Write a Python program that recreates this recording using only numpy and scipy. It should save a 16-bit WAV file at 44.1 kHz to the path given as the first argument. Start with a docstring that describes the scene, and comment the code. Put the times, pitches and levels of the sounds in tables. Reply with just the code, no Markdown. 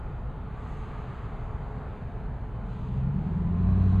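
"""Traffic rumble and tyre wash from outside, heard in a quiet training hall under the thin whine of a fan.
Two cars pass a little nearer. Late on, a heavy eight-cylinder engine pulls away, its rising tones
booming through the walls as they cross the resonances of exhaust and hall. In the room, cloth slides
faintly on cloth as a kneeling man bends for a ball and lifts it.
The stereo image is narrow, the microphone hisses faintly, and the treble has a deep notch."""
import sys
import numpy as np
from scipy import signal
from scipy.fft import rfft, irfft
from scipy.io import wavfile

SR = 44100
rng = np.random.default_rng(int(sys.argv[2]) if len(sys.argv) > 2 else 0)


def dump_mix(stems):
    """Bounce the given channels to the path in sys.argv[1] as a 16-bit WAV at rate SR."""
    frames = np.atleast_2d(stems).T  # one column per channel
    limited = np.clip(frames, -1, 1)  # hard clip at full scale
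    pcm = np.round(limited * 32767).astype(np.int16)
    wavfile.write(sys.argv[1], SR, pcm)


N = 176400

# engine speed in four-stroke cycles: time_s, cycle_rate_hz
ENGINE_SPEED = [(2.3, 7.3), (2.75, 7.48), (2.89, 7.8), (3.03, 8.25), (3.11, 8.76), (3.26, 9.72),
                (3.43, 10.4), (3.55, 11.0), (3.68, 11.5), (3.97, 11.8)]
# the engine as heard from inside the hall: time_s, gain_db
ENGINE_GAIN = [(2.0, -55.5), (2.6, -45), (2.8, -38.5), (3.05, -31.5), (3.3, -29), (3.55, -26.5),
               (3.7, -25.5), (3.88, -25.5), (4.0, -25.5)]
# strong multiples of the cycle rate, the eighth being the firing rate: multiple, gain_db
STRONG_ORDERS = [(5, -2), (8, -1), (16, 0.5), (24, -3.5)]
# exhaust and hall resonances: frequency_hz, gain_db
BOOM_RESONANCES = [(40, -16), (50, -12.5), (60, 0), (76, -10), (84, -6.5), (93, 3), (108, 4), (121, -2.5),
                   (136, 4), (156, -7), (171, -2.5), (192, -4), (215, -10), (250, -22.5), (285, -19)]
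# weak multiples, from uneven cylinders: frequency_hz, gain_db
BURBLE_SPECTRUM = [(20, -40.5), (45, -36.5), (80, -22), (120, -16.5), (160, -18), (195, -9), (215, -20.5),
                   (250, -33), (315, -37.5), (375, -30.5), (440, -41), (500, -46)]
# roar of the engine under load: frequency_hz, relative_density_db
ROAR_SPECTRUM = [(400, -20), (580, -12.5), (700, 5), (860, -11.5), (1070, 4), (1330, -15.5), (1550, -7.5),
                 (2050, -26), (2470, -12.5), (3000, -31.5), (8000, -60)]
# traffic rumble from outside: frequency_hz, relative_density_db
RUMBLE_SPECTRUM = [(10, -24), (22, -4.5), (34, 0), (51, 1.5), (72, -3.5), (90, -6), (112, -2), (135, -4.5),
                   (165, -11), (205, -14), (245, -15), (305, -23.5), (500, -30), (1500, -73.5)]
# wash of distant tyres: frequency_hz, relative_density_db
WASH_SPECTRUM = [(100, 0), (300, -8.5), (400, 1), (570, -2.5), (700, 0.5), (900, -2), (1230, -4),
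                 (1600, -10.5), (2100, -16), (3000, -25), (4000, -29), (5000, -32.5), (7000, -41),
                 (10000, -55.5), (15000, -64)]
# slow swell of that wash: time_s, level_db
WASH_LEVEL = [(0, -47), (.5, -48), (1.05, -47), (1.85, -46), (2.3, -47.5), (2.8, -48.5), (3.4, -47.5),
              (4.0, -46.5)]
# cars going by: nearest_s, half_length_s, tread_centre_hz, level_db
CAR_PASSES = [(0.989, 0.51, 1225, -50), (1.722, 0.33, 808, -53.5)]
# tread noise of one car: multiple_of_centre, relative_density_db
TREAD_SPECTRUM = [(.4, -26), (.8, -5.5), (1, 0), (1.22, -14.5), (1.8, -15.5), (3.3, -27.5), (8, -62)]
# swell and fade of the fan's lowest tone: time_s, level_db
HUM_LEVEL = [(0, -68.5), (.5, -65.5), (.66, -53.5), (0.901, -51), (1.2, -57.5), (1.8, -53.5), (2.598, -60),
             (2.9, -54.5), (3.2, -57), (4.0, -55)]
# higher fan tones: pitch_hz, level_db
WHINE_TONES = [(857, -60.5), (910, -67.5), (1716, -80.5), (2519, -84), (2687, -91), (3057, -80.5)]
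# air from the fan: frequency_hz, relative_density_db
AIR_SPECTRUM = [(1500, -9.5), (3500, 2.5), (5000, 2.5), (6300, 4.5), (7500, -0.5), (8400, -7.5),
                (9500, -14), (10800, -12), (13000, -21.5)]
# cloth strokes: middle_s, half_length_s, level_db, sleeve_gain
CLOTH_STROKES = [(2.728, .1, -68, 0.5), (2.911, .13, -66.5, 0), (3.301, 0.28, -70, .2),
                 (3.929, 0.32, -65.5, 0.9)]
# cloth rubbing on cloth: frequency_hz, relative_density_db
CLOTH_SPECTRUM = [(500, -15.5), (1500, -7.5), (2800, 10), (4200, 2), (6500, -3.5), (9000, -17.5),
                  (14000, -28)]
# swish of the sleeve: frequency_hz, relative_density_db
SLEEVE_SPECTRUM = [(2000, -24.5), (3600, -6.5), (3950, 7.5), (4300, 0.5), (4800, -11), (5800, -0.5),
                   (6500, -13), (10000, -24), (13000, -26)]
# microphone hiss: frequency_hz, relative_density_db
HISS_SPECTRUM = [(100, 6), (6000, 1), (12500, 10.5), (13300, -15), (15000, -12)]
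# stereo width, side against mid: frequency_hz, side_gain_db
STEREO_WIDTH = [(20, -8.5), (100, -44), (250, -59), (1000, -53.5), (2000, -38), (4000, -27.5),
                (8000, -21.5), (15000, -17)]


def engine(waver_hz=3.44, speed_jitter=0.0013, surge_turns=0.004, gear_order=94.5):
    """Beyond the walls, multiples of the cycle rate climb through fixed resonances and a gear whines."""
    cycle_hz = over_time(ENGINE_SPEED) * (1 + speed_jitter * drift(waver_hz))
    turns = np.cumsum(cycle_hz) / SR
    crank = turns + surge_turns * np.sin(2 * np.pi * turns)  # surges slightly once a cycle
    strong_db = {round(order): db for order, db in STRONG_ORDERS}
    tones = amp(-35) * tone(gear_order * turns, waver=0.51, rate_hz=4.5)
    for order in range(2, 42):
        pitch_hz = order * cycle_hz
        if order in strong_db:
            boom = amp(strong_db[order] + over_pitch(BOOM_RESONANCES, pitch_hz))
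            tones += boom * tone(order * crank, waver=0.075, rate_hz=waver_hz)
        # the surging crank already supplies the neighbours of each strong order
        elif order - 1 not in strong_db and order + 1 not in strong_db:
            burble = amp(over_pitch(BURBLE_SPECTRUM, pitch_hz))
            tones += burble * tone(order * crank, waver=0.3, rate_hz=waver_hz)
    return tones * amp(over_time(ENGINE_GAIN))


def engine_roar(start_s=3.5, rise_s=0.13, level_db=-50.5):
    """Midrange noise comes up as the engine takes the load."""
    load = np.clip((np.arange(N) / SR - start_s) / rise_s, 0, 1)
    return amp(level_db) * load * noise(ROAR_SPECTRUM)


def traffic(rumble_db=-35):
    """The road outside: low rumble, the wash of distant tyres, and the treads of two nearer cars."""
    rumble = amp(rumble_db) * patchy(noise(RUMBLE_SPECTRUM), depth_db=0.32)
    cars = np.zeros(N)
    for nearest_s, half_length_s, centre_hz, level_db in CAR_PASSES:
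        tread = noise([(multiple * centre_hz, db) for multiple, db in TREAD_SPECTRUM])
        cars += amp(level_db) * swell(nearest_s, half_length_s) * tread
    wash = amp(over_time(WASH_LEVEL)) * patchy(noise(WASH_SPECTRUM), depth_db=1.28)
    return rumble + cars + wash


def fan(hum_hz=430.6):
    """A rough hum swells and fades under a few thin, wavering tones."""
    t = np.arange(N) / SR
    hum = amp(over_time(HUM_LEVEL)) * tone(hum_hz * t, waver=0.39, rate_hz=24)
    whine = sum(amp(db) * tone(hz * t, waver=0.15, rate_hz=7.1) for hz, db in WHINE_TONES)
    return hum + whine


def fan_air(start_s=0.47, rise_s=0.24, level_db=-68, fade_db_per_s=13):
    """A thin hiss of air rises with the first swell of the hum and dies away slowly."""
    age_s = np.arange(N) / SR - start_s
    rise = np.clip(age_s / rise_s, 0, 1)
    fade_db = fade_db_per_s * np.maximum(age_s - rise_s, 0)
    return rise * amp(level_db - fade_db) * patchy(noise(AIR_SPECTRUM), depth_db=2.5)


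def clothes(grain_depth=0.079, grain_hz=50):
    """Soft, grainy strokes of cloth sliding on cloth; the sleeve swishes as the arm goes up."""
    rub, sleeve = noise(CLOTH_SPECTRUM), noise(SLEEVE_SPECTRUM)
    strokes = np.zeros(N)
    for middle_s, half_length_s, level_db, sleeve_gain in CLOTH_STROKES:
        strokes += amp(level_db) * swell(middle_s, half_length_s) * (rub + sleeve_gain * sleeve)
    grain = unit(np.exp(grain_depth * drift(grain_hz)))
    return strokes * grain


def microphone_hiss(level_db=-96.5):
    """The microphone's own steady noise, far below the room."""
    return amp(level_db) * noise(HISS_SPECTRUM)


def amp(db):
    """Decibels to gain."""
    return 10 ** (np.asarray(db) / 20)


def unit(x):
    """Scales to rms 1."""
    return x / np.sqrt(np.mean(abs(x) ** 2) + 1e-20)


def over_time(points):
    """Joins (time_s, value) rows with straight lines."""
    return np.interp(np.arange(N) / SR, *np.transpose(points))


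def over_pitch(points, hz):
    """Reads (frequency_hz, value) rows on a log-frequency axis."""
    row_hz, value = np.transpose(points)
    return np.interp(np.log(hz + 1), np.log(row_hz + 1), value)


def swell(middle_s, half_length_s):
    """A bell-shaped rise and fall, down to 1/e at half_length_s either side."""
    return np.exp(-((np.arange(N) / SR - middle_s) / half_length_s) ** 2)


def drift(rate_hz):
    """Slow random motion of rms 1."""
    hz = np.fft.rfftfreq(N, 1 / SR)
    return unit(irfft(rfft(rng.standard_normal(N)) * np.exp(-(hz / rate_hz) ** 2), N))


def tone(turns, waver, rate_hz):
    """A sine of rms near 1 whose strength and phase wander."""
    angle = 2 * np.pi * (turns + rng.random())
    in_phase = (1 + waver * drift(rate_hz)) * np.cos(angle)
    quadrature = waver * drift(rate_hz) * np.sin(angle)
    return np.sqrt(2) * (in_phase + quadrature)


def noise(spectrum):
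    """Steady noise with the given spectrum, rms 1."""
    gain = amp(over_pitch(spectrum, np.fft.rfftfreq(N, 1 / SR)))
    return unit(irfft(rfft(rng.standard_normal(N)) * gain, N))


def patchy(x, depth_db, patch_hz=215, patch_s=0.14):
    """Lets patches of the spectrum swell and sink at random; rms 1."""
    frames = signal.stft(x, nperseg=2048, noverlap=1536)[2]
    across = np.fft.fftfreq(frames.shape[0], SR / 2048)[:, None] * patch_hz
    along = np.fft.fftfreq(frames.shape[1], 512 / SR) * patch_s
    blur = np.exp(-2 * (across ** 2 + along ** 2))
    patches = np.fft.ifft2(np.fft.fft2(rng.standard_normal(frames.shape)) * blur).real
    frames *= amp(depth_db * unit(patches))
    return unit(signal.istft(frames, nperseg=2048, noverlap=1536)[1][:N])


def scene():
    """The hall from the microphone: nearly mono, a little wider in the deepest bass and the treble."""
    mid = engine() + engine_roar() + traffic() + fan() + fan_air() + clothes() + microphone_hiss()
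    hz = np.fft.rfftfreq(N, 1 / SR)
    random_phase = np.exp(2j * np.pi * rng.random(len(hz)))
    side = irfft(rfft(mid) * amp(over_pitch(STEREO_WIDTH, hz)) * random_phase, N)
    return np.array([mid + side, mid - side])


def record(dry):
    """The sound has a deep notch in the treble, and the highest treble is cut off steeply."""
    notch_hz, width_hz, depth, cutoff_hz = 5440, 2220, 0.94, 13200
    b, a = signal.iirnotch(notch_hz, notch_hz / width_hz, SR)
    coloured = depth * signal.lfilter(b, a, dry) + (1 - depth) * dry
    lowpass = signal.firwin(511, cutoff_hz, window=("kaiser", 9), fs=SR)
    return signal.oaconvolve(coloured, lowpass[None], "same")


dry = scene()
out = record(dry)
dump_mix(out)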